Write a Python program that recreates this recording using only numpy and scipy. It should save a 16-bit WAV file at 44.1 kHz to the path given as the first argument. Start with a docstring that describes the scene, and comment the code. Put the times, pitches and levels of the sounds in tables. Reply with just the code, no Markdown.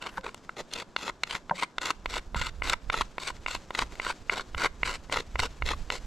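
"""Stick ground on a hand-held stone

Close in front, in quiet bushland, a wooden stick is ground against a rough stone held over a log.
Blows of force ring the stick's modes as each stroke lands; random tiny slips make the rasp over the grit.
Larger grains snap, a squawk sounds once, and the stone knocks and slides on the log as decaying modes.
Behind are coloured noise for still air, slips for rustling sleeves, and a breeze that starts to rumble
at the microphone."""
import sys
import numpy as np
from scipy import signal
from scipy.fft import rfft, irfft, next_fast_len
from scipy.io import wavfile

SR = 44100
rng = np.random.default_rng(int(sys.argv[2]) if len(sys.argv) > 2 else 0)


def dump_mix(stems):
    """Bounce the given channels to the path in sys.argv[1] as a 16-bit WAV at rate SR."""
    frames = np.atleast_2d(stems).T  # one column per channel
    limited = np.clip(frames, -1, 1)  # hard clip at full scale
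    pcm = np.round(limited * 32767).astype(np.int16)
    wavfile.write(sys.argv[1], SR, pcm)


N = 267246
TIME = np.arange(N) / SR  # s

# The tip is pushed across the stone: start t/s, length/s, nominal mid-stroke level/dB,
# swell from start to end/dB, hiss of fine grit relative to the rasp/dB,
# drive of the cupped hand's hollow note relative to the rasp/dB
STROKES = [(.006, .104, -41, -5, -9.5, -27), (0.162, 0.034, -37, 0, -15, -14),
           (0.232, 0.072, -42.5, -4, -10, 8), (0.56, .064, -40.5, 5, -4, 8.5),
           (0.707, 0.13, -43, 5, -0.5, 5.5), (0.968, .14, -40, 14, -3, -6), (1.263, 0.028, -42, 9, -3, -8),
           (1.287, 0.099, -38.5, 5, -3, -21), (1.542, .11, -39.5, 17, -2, -17),
           (1.804, 0.12, -34, 7, -3.5, -5), (2.087, 0.11, -38.5, 15.5, -1, 0),
           (2.351, .15, -35.5, 4, -4.5, -25), (2.626, 0.12, -34, 15, -3.5, -9),
           (2.917, 0.12, -35.5, 0, -3.5, -21), (3.189, .13, -40, 9, 0, -18),
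           (3.466, 0.11, -39, 4, -0.5, -29), (3.731, 0.109, -36.5, 17, -3.5, -12),
           (4.007, 0.12, -37, 18, -4, -6), (4.301, 0.13, -35, -3, -7, -10),
           (4.568, 0.1073, -28, 11.5, -7.5, -14), (4.844, 0.13, -35.5, -7.5, -3, -25),
           (5.106, 0.11, -35.5, 1, -1.5, 6.5), (5.38, .093, -36, 9.5, 0, 5),
           (5.648, 0.1, -37, 3.5, 0.5, -1), (5.911, 0.086, -43, -21, 2, 6.5)]


def amp(db):
    """Decibels to gain."""
    return 10 ** (np.asarray(db) / 20)


def evened(x):
    """Scales to an rms of one."""
    return x / np.sqrt(np.mean(x ** 2) + 1e-20)


def shaped(x, gain_db):
    """Filters x, without delay, by a function that gives dB at each frequency."""
    size = next_fast_len(len(x) + 512)
    gain = amp(gain_db(np.fft.rfftfreq(size, 1 / SR)))
    return irfft(rfft(x, size) * gain, size)[:len(x)]


def coloured(x, points):
    """Filters x by a table of f/Hz, level/dB, joined along log frequency."""
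    f, db = np.transpose(points)
    return shaped(x, lambda hz: np.interp(np.log(hz + 1), np.log(f), db))


def band(x, hz, kind):
    """Low-pass or high-pass, fourth order."""
    return signal.sosfilt(signal.butter(4, hz, kind, fs=SR, output="sos"), x)


def wander(size, rate):
    """Random values, drawn rate times a second and joined by straight lines."""
    knots = rng.standard_normal(size)
    return np.interp(np.arange(size) * rate / SR, np.arange(size), knots)


def add(mix, s, sound):
    """Mixes a sound in at time s."""
    part = mix[max(round(s * SR), 0):][:len(sound)]
    part += sound[:len(part)]


def blow(x, db):
    """Sets the energy of a short sound, as its level over 5 ms."""
    return amp(db) * x / np.sqrt(np.sum(x ** 2) / (.005 * SR))


def resonance(x, hz, width):
    """A decaying cosine rings at one frequency, with a peak gain near one; width is in Hz."""
    t = np.arange(600) / SR
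    decay = np.exp(-np.pi * width * t)
    ring = 2 * decay / decay.sum() * np.cos(2 * np.pi * hz * t)
    return signal.fftconvolve(x, ring)[:N]


def slips(size, rate, spread_db):
    """Tiny slips over the grit: random clicks, rate a second, most small and a few large."""
    hit, height, sign = rng.random((size, 3)).T
    sizes = amp(spread_db * np.minimum(-np.log(1 - height), 4))
    return (hit < rate / SR) * sizes * np.sign(sign - .5)


def still_air(level_db=-56):
    """Still air among the trees: steady coloured noise, its level set above 200 Hz."""
    # Colour of the air: f/Hz, level/dB per Hz
    air_colour = [(12, -41), (20, -33), (112, 0), (175, 7.5), (811, -4.5), (985, -3.5), (1500, -9.5),
                  (1720, -9.5), (2150, -42), (2540, -27), (2760, -57), (3170, -22.5), (7520, -28.5),
                  (12400, -67), (15500, -67)]
    air = coloured(rng.standard_normal(N), air_colour)
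    return air * amp(level_db) / np.std(band(air, 200, "high"))


def rustle(trim_db=-3):
    """Hands and sleeves move: dense random slips whose strength wanders."""
    # Level before the trim: t/s, level/dB
    rustle_level = [(0, -56.5), (.45, -55), (1.7, -56.5), (3.65, -53.5), (3.95, -47.5), (4.2, -51.5),
                    (4.9, -51), (5.55, -49.5), (6.0, -50.5)]
    # Colour of the cloth and skin: f/Hz, level/dB per Hz
    rustle_colour = [(100, -0.5), (300, 0.5), (1200, -7), (3500, -12), (7500, -16), (10000, -32),
                     (15000, -35)]
    rubs = slips(N, 6000, 2.5) * amp(3.07 * wander(N, 45))
    level_db = np.interp(TIME, *np.transpose(rustle_level)) + trim_db
    return amp(level_db) * evened(coloured(rubs, rustle_colour))


def wind(flutter_db=5.5, flutter_rate=37):
    """Strength of the breeze: a fluttering level, with gusts that rise and fall in an arch."""
    # Steady breeze at the microphone, before flutter: t/s, level/dB
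    breeze_level = [(0, -54), (.8, -60), (1.2, -54.5), (1.7, -60), (2.2, -43), (3.0, -47), (3.3, -43),
                    (3.55, -49), (4.3, -45.5), (5.1, -44), (6.0, -42)]
    # Stronger gusts: start t/s, length/s, peak level/dB
    gust_times = [(2.13, .09, -36.5), (2.302, 0.27, -35), (2.54, 0.24, -33), (2.96, 0.12, -38.5),
                  (3.764, 0.11, -33.5), (4.533, 0.062, -30.5), (4.743, 0.3, -39), (5.136, .08, -34),
                  (5.33, 0.2, -39), (5.53, .37, -32.5)]
    gusts = np.zeros(N)
    for start, length, db in gust_times:
        arch = np.sin(np.pi * np.arange(0, length, 1 / SR) / length)
        add(gusts, start, amp(db) * arch)
    steady_db = np.interp(TIME, *np.transpose(breeze_level))
    steady = amp(steady_db + flutter_db * wander(N, flutter_rate))  # rate in changes per s
    return np.hypot(gusts, steady)


def breeze():
    """Moving air rumbles at the microphone: low noise that follows the wind's strength."""
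    # Colour of the rumble: f/Hz, level/dB per Hz
    breeze_colour = [(12, -0.5), (30, 4.5), (65, -3), (100, -13.5), (160, -17.5), (300, -35), (800, -61)]
    return evened(coloured(rng.standard_normal(N), breeze_colour)) * wind()


def surroundings(x, level_db=-23, t60=0.25):
    """Body, ground and trunks scatter faint sound back: a noise tail that falls 60 dB in t60 seconds."""
    t = np.arange(SR // 3) / SR
    tail = rng.standard_normal(len(t)) * amp(-60 * t / t60) * (t > .003)
    return amp(level_db) * signal.fftconvolve(x, tail / np.linalg.norm(tail))[:N]


def thumps(rise=0.0031):
    """The pressing hand bumps the log: soft, low tones that swell over rise seconds and die away."""
    # Bumps: t/s, level over 5 ms/dB, f/Hz, decay/s
    bumps = [(1.511, -31, 172, 0.018), (2.357, -30.5, 159, 0.0044), (2.362, -26.5, 52.5, 0.016),
             (2.41, -32, 140, 0.0054), (3.013, -35.5, 66.6, 0.022), (5.345, -22.5, 55.8, 0.02),
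             (5.389, -24.5, 80.5, 0.017), (5.618, -20.5, 61, 0.039), (5.727, -30, 57.3, 0.0083)]
    out, t = np.zeros(N), np.arange(SR // 6) / SR
    for s, db, hz, decay in bumps:
        envelope = np.exp(-t / decay) * (1 - np.exp(-t / rise))
        add(out, s, blow(np.sin(2 * np.pi * hz * t) * envelope, db))
    return out


def knocks(rise=0.00064):
    """The stone rocks against the log, whose decaying modes give a dull, hollow knock."""
    # Knocks: t/s, level over 5 ms/dB
    knock_times = [(0.1763, -33.5), (0.1798, -26), (1.5101, -20), (2.3574, -30)]
    # Modes of the stone on the log: f/Hz, level/dB, t60/s
    log_modes = [(188.6, -12, 0.15), (530, -15, 0.14), (944, 4.5, 0.028), (1020, -3, 0.059),
                 (1420, -6, 0.019), (1540, 3, 0.013)]
    out, t = np.zeros(N), np.arange(SR // 10) / SR
    ring = sum(amp(db - 60 * t / t60) * np.sin(2 * np.pi * hz * t) for hz, db, t60 in log_modes)
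    for s, db in knock_times:
        add(out, s, blow(ring * (1 - np.exp(-t / rise)), db))
    return out


# The tip, or the sliding stone, takes hold and lifts off (s)
ATTACK_S, RELEASE_S = 0.012, 0.014


def hold(t, length):
    """Contact takes hold in a straight ramp from 0 to 1 and lifts off in another."""
    return np.clip(np.minimum(t / ATTACK_S, (length - t) / RELEASE_S), 0, 1)


def slide(modes=((990, 190, 0), (1520, 330, -5))):
    """The stone drags softly on the log; slips ring two broad resonances (f/Hz, width/Hz, level/dB)."""
    # The slide: start t/s, length/s, reference level/dB, swell from start to end/dB
    drag = (.075, .125, -39, 7)
    start, length, db, swell_db = drag
    out, t = np.zeros(N), np.arange(0, length, 1 / SR)
    force = slips(len(t), 5000, 2.8)
    sound = sum(amp(mode_db) * resonance(force, hz, width) for hz, width, mode_db in modes)[:len(t)]
    level = amp(db + swell_db * (t / length - 2.5))  # ends 1.5 swells below the reference
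    add(out, start, hold(t, length) * level * evened(sound))
    return out


def stick_ring(grip=1, uneven_db=0, rise=0.00054, echo_s=0.001475, echo=0.067):
    """The stick's modes swell briefly and die in the hand; the log's face throws them back."""
    # Modes of the gripped stick against the stone: f/Hz, width/Hz, level/dB
    stick_modes = [(630, 1030, 1), (1006, 172, 5.5), (1327, 306, 4.5), (2060, 363, 3.5), (2733, 336, -0.5),
                   (3530, 670, -4), (4224, 170, -4.5), (5340, 760, -11.5), (6290, 375, -14.5),
                   (7530, 630, -14), (8890, 1250, -23), (11940, 2600, -26)]
    t = np.arange(600) / SR
    ring = np.zeros(len(t))
    for hz, width, db in stick_modes:
        decay = np.exp(-np.pi * width * t) * (1 - np.exp(-t / rise))
        # each point of contact favours other modes, most of all the low ones
        favour_db = uneven_db * rng.standard_normal() * min(1, 3000 / hz)
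        ring += amp(db + favour_db) * decay / decay.sum() * np.sin(2 * np.pi * hz * grip * t)
    return ring + echo * np.interp(t - echo_s, t, ring, left=0)


def hardened(x, slope_db, main_db=0, lower_db=0):
    """A harder contact tilts the sound upwards; the grip frees or damps the stick's strongest modes."""
    def gain_db(hz):
        tilt = slope_db * np.log2(np.clip(hz, 1000, 4500) / 1500)
        main = main_db * np.exp(-((hz - 2280) / 560) ** 2)
        lower = lower_db * np.exp(-((hz - 1400) / 250) ** 2)
        return tilt + main + lower
    return shaped(x, gain_db)


def ticks():
    """Crumbs of grit break off: very short noise bursts ring the stick as small bright clicks."""
    # Crumbs: t/s, level over 5 ms/dB
    crumbs = [(0.21, -51), (0.3446, -37.5), (0.377, -54), (3.366, -50), (3.922, -44), (3.954, -42.5)]
    out, t = np.zeros(N), np.arange(400) / SR
    for s, db in crumbs:
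        force = rng.standard_normal(len(t)) * np.exp(-t / 0.00059)
        click = hardened(signal.fftconvolve(force, stick_ring()), 2.1)
        add(out, s, blow(click, db))
    return out


def squawk(overtone=0.038):
    """The tip judders once, sticking and slipping in an unsteady cycle that slows as it comes to rest."""
    # Path of the squawk, before its random unsteadiness: t/s, f/Hz, level/dB
    squawk_path = [(1.5085, 1500, -52), (1.511, 1200, -25), (1.512, 880, -18), (1.514, 880, -18.5),
                   (1.516, 950, -29), (1.521, 900, -32), (1.524, 570, -36), (1.537, 540, -45),
                   (1.546, 500, -62)]
    s, hz, db = np.transpose(squawk_path)
    t, out = np.arange(s[0], s[-1], 1 / SR), np.zeros(N)
    pitch = np.interp(t, s, hz) * (1 + .09 * wander(len(t), 500))
    level = amp(np.interp(t, s, db) + 1.8 * wander(len(t), 400))
    phase = 2 * np.pi * np.cumsum(pitch) / SR
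    add(out, s[0], np.sqrt(2) * level * (np.sin(phase) + overtone * np.sin(2 * phase)))
    return band(out, 3900, "low")


def catches(crumble_s=0.0023, crumble=0.15, tilt_db=-0.27):
    """The tip catches on a large grain and slips free with a snap and a short spray of noise."""
    # Catches: t/s, level over 5 ms/dB, hardness before the common tilt/dB per octave
    grains = [(0.0233, -35, 2.5), (0.0625, -32, -1), (0.0681, -31.5, 1), (0.2641, -29.5, -1),
              (.29, -37, -2), (.7354, -29.5, 19), (.7989, -34, 8), (.8227, -35.5, -22), (1.079, -28.5, 2),
              (1.0964, -28, -8), (1.3088, -29, 5), (1.3507, -26.5, -0.5), (1.6241, -22, 0.5),
              (1.6318, -22, 0), (1.856, -31.5, 29), (1.9045, -19, 2.5), (2.139, -28.5, 2),
              (2.1667, -26, -6), (2.414, -25.5, 2.5), (2.4671, -29, 7), (2.6726, -30, 4),
              (2.6967, -21.5, 11), (2.7317, -22, 4), (2.7356, -21.5, -1.5), (2.941, -20.5, -3),
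              (3.0097, -19.5, 1), (3.0162, -25, 3), (3.283, -31, 5), (3.3022, -31, -14),
              (3.4822, -28.5, -1.5), (3.55, -26.5, 1), (3.7492, -25.5, 3), (3.7898, -20, 2),
              (3.8217, -23.5, 0), (4.0485, -31, 4), (4.0658, -26, -3.5), (4.101, -25, -13),
              (4.3315, -30, 1.5), (4.3376, -35, 3), (4.3958, -28.5, -4), (4.6035, -35, 0), (4.619, -29, -1),
              (4.6458, -20, -2), (4.6549, -22.5, -5), (4.8754, -31, 1.5), (5.124, -24, 4.5),
              (5.1416, -26, 2), (5.16, -26, -0.5), (5.172, -25, -10), (5.3928, -21.5, -2.5),
              (5.3993, -22.5, 3.5), (5.4329, -26.5, -21), (5.6882, -26, 4.5), (5.7125, -26, -18),
              (5.7345, -28.5, -33)]
    # Force of a large grain letting go: f/Hz, level/dB
    catch_force = [(100, -12.5), (350, -8.5), (700, -6.5), (1000, 4.5), (1400, 2.5), (2100, 1.5),
                   (3000, 3.5), (6000, -2), (9000, -1), (13000, -8.5), (15500, -6)]
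    out, t = np.zeros(N), np.arange(400) / SR
    for s, db, hardness in grains:
        force = crumble * rng.standard_normal(len(t)) * np.exp(-t / crumble_s)
        force[0] = 1
        ring = stick_ring(grip=1 + 0.057 * rng.standard_normal(), uneven_db=-0.5)
        snap = np.pad(signal.fftconvolve(force, ring), (12, 0))  # room ahead for the delay-free filters
        snap = coloured(snap, catch_force)
        add(out, s, blow(hardened(snap, hardness + tilt_db), db))
    return out


def taps(click_db=-17):
    """The tip lands with one dry blow to the stick and a pinch of grit crushed under it."""
    # Landings: t/s, level over 5 ms/dB, hardness/dB per octave,
    # ring of the stick's main mode/dB, ring of its lower mode/dB
    landings = [(0.4932, -30, -3.5, 3.5, 11.5), (0.9635, -21.5, 4, -3.5, 4.5), (1.2348, -21, 8.5, -3, 2),
                (1.496, -30, -2, -2, 6), (1.7826, -23.5, 5.5, -5.5, 5), (2.0587, -25.0, -0.5, -0.5, -4.5),
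                (2.346, -27, -4, -1, -4), (2.6212, -24.5, -3.5, 8.5, 2), (2.8998, -21, 1, 3.5, 6.5),
                (3.182, -26.5, -4, 4, -6), (3.4623, -24.5, 0, 6.5, 3), (3.7065, -29.5, -4, -5.5, -5),
                (3.9983, -25, -2.5, 5, -2), (4.2964, -18, 0, 11, 6), (4.547, -29.5, 1, -3, 6.5),
                (4.8319, -19, -2, 9.5, 0), (5.0975, -35, -9, 1, -16), (5.3567, -26.5, -4.5, 3.5, -2),
                (5.6223, -25, -4.5, 8, 3), (5.9023, -22.5, 4, 0, 0.5)]
    # Force of a landing: f/Hz, level/dB
    tap_force = [(100, -22), (500, 0.5), (1300, 1.5), (2100, 5.5), (3000, 4), (4300, -4), (6500, -10),
                 (10000, -15), (15000, -29)]
    out, t = np.zeros(N), np.arange(200) / SR
    for s, db, hardness, main_db, lower_db in landings:
        grit = amp(click_db) * rng.standard_normal(len(t)) * np.exp(-t / 0.0019)
        force = band(grit, 2660, "high")
        force[0] = 1  # the blow itself
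        ring = np.pad(signal.fftconvolve(force, stick_ring()), (16, 0))  # room ahead for the filters
        ring = coloured(ring, tap_force)
        add(out, s - .0004, blow(hardened(ring, hardness, main_db, lower_db), db))
    return out


def stroke(length, swell_db, ease_db=1, ease_at=0.82, ease_width=0.19, touch_db=-18):
    """One push of the hand: its pressure in dB, easing off late, and the gain of the tip's contact."""
    t = np.arange(0, length, 1 / SR)
    along = t / length  # ease_at and ease_width are shares of the stroke too
    pressure_db = swell_db * (along - .5) - ease_db * np.exp(-((along - ease_at) / ease_width) ** 2)
    return pressure_db, amp(touch_db * (1 - hold(t, length)))  # touch_db at first and last touch


def rasp(slip_rate=3600, spread_db=2.5, clump_db=4.0, clump_rate=240, bump_db=0.5, bump_rate=68.5,
         grip_spread=0.059, roll_rate=28, hiss_hz=3000, hiss_lag=0.31, trim_db=-1.5):
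    """The tip skips over clumps of grit; its slips ring the stick, whose colour shifts as the tip rolls."""
    # Force of a slip: f/Hz, level/dB
    slip_force = [(100, -7.5), (300, -1), (700, -1), (1500, 3.5), (3000, 3), (6000, 5.5), (9000, 6.5),
                  (12500, -2.5), (15500, 3)]
    out, size = np.zeros(N), SR // 3
    for start, length, db, swell_db, hiss_db, _ in STROKES:
        pressure_db, contact = stroke(length, swell_db)
        clumps_db = clump_db * wander(size, clump_rate)
        face_db = bump_db * wander(size, bump_rate)  # the stone's face is uneven
        force = slips(size, slip_rate, spread_db) * amp(clumps_db + face_db)

        roll = wander(size, roll_rate)  # the load passes between two edges of the tip
        rings = [stick_ring(grip=1 + grip_spread * rng.standard_normal(), uneven_db=2.5)
                 for edge in range(2)]
        on_first = rng.random(size) < .5 + .5 * np.tanh(2 * roll)
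        sound = signal.fftconvolve(force * on_first, rings[0])
        sound += signal.fftconvolve(force * ~on_first, rings[1])
        sound = coloured(sound, slip_force)[len(rings[0]):][:len(contact)]  # skip the build-up

        coarse = evened(band(sound, hiss_hz, "low"))
        fine = evened(band(sound, hiss_hz, "high"))
        hiss = amp(hiss_db - hiss_lag * pressure_db)  # hiss gains less as the pressure rises
        add(out, start, contact * amp(db + pressure_db) * (coarse + hiss * fine))
    return amp(trim_db) * out


def hollow(x, hz=440, width=190):
    """The hand cupped round the stone resonates low and hollow, differently from stroke to stroke."""
    cup = np.zeros(N)
    for start, length, *_, hollow_db in STROKES:
        add(cup, start, np.full(round(length * SR), amp(hollow_db)))
    return resonance(x * cup, hz, width)


def bite(x, hard_db=-33, amount=0.46, hz=1520, width=500):
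    """Pressed hard, the tip chatters at the contact's resonance, which partly replaces the plain rasp."""
    chatter = np.zeros(N)
    for start, length, db, swell_db, *_ in STROKES:
        pressure_db, _ = stroke(length, swell_db)
        add(chatter, start, .5 + .5 * np.tanh((db + pressure_db - hard_db) / 5))
    return x + amount * chatter * (1.44 * resonance(x, hz, width) - 0.41 * x)


def ports(x, scatter_s=0.0013, shift_rate=6):
    """Two close microphone ports hear nearly the same; shifting reflections from the hands set them apart."""
    # Difference between the ports: f/Hz, side minus mid level/dB
    spread = [(30, -13), (250, -10.5), (1000, -15.5), (2500, -13), (5000, -9), (9000, -8), (13000, -4.5)]
    # Balance of the ports: f/Hz, left minus right level/dB
    balance = [(50, -6), (150, -1), (500, 1), (2500, 0.5), (5000, 2.5), (9000, 3), (13000, 3.5)]
    t = np.arange(500) / SR
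    turn = np.pi * wander(N, shift_rate)
    side = np.zeros(N)
    for share in np.cos(turn), np.sin(turn):
        scatter = rng.standard_normal(len(t)) * np.exp(-t / scatter_s) * (t > .0005)
        side += share * signal.fftconvolve(x, scatter / np.linalg.norm(scatter))[:N]
    side = coloured(side, spread)
    lean = np.array(balance)
    left = coloured(x + side, lean * [1, .5])  # each port takes half the balance
    right = coloured(x - side, lean * [1, -.5])
    return np.array([left, right])


def scene():
    """The grinding, close in front, in the open air."""
    background = still_air() + rustle() + breeze()
    rubbing = rasp()
    stick = taps() + bite(rubbing) + hollow(rubbing) + catches() + ticks() + squawk()
    work = stick + knocks() + slide()
    scattered = np.array([surroundings(work), surroundings(work)])
    return ports(work + thumps() + background) + scattered


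def record(dry, edge_hz=16300):
    """The microphone's soft top end, then the recorder's band limit."""
    # Response of the microphone: f/Hz, level/dB
    microphone = [(100, -2.5), (11000, 0), (13000, -0.5), (14500, -18), (15500, -17), (16300, -23)]
    heard = np.array([coloured(channel, microphone) for channel in dry])
    limit = signal.firwin(511, edge_hz, window=("kaiser", 9), fs=SR)
    return signal.oaconvolve(heard, limit[None], "same")


dry = scene()
out = record(dry)
dump_mix(out)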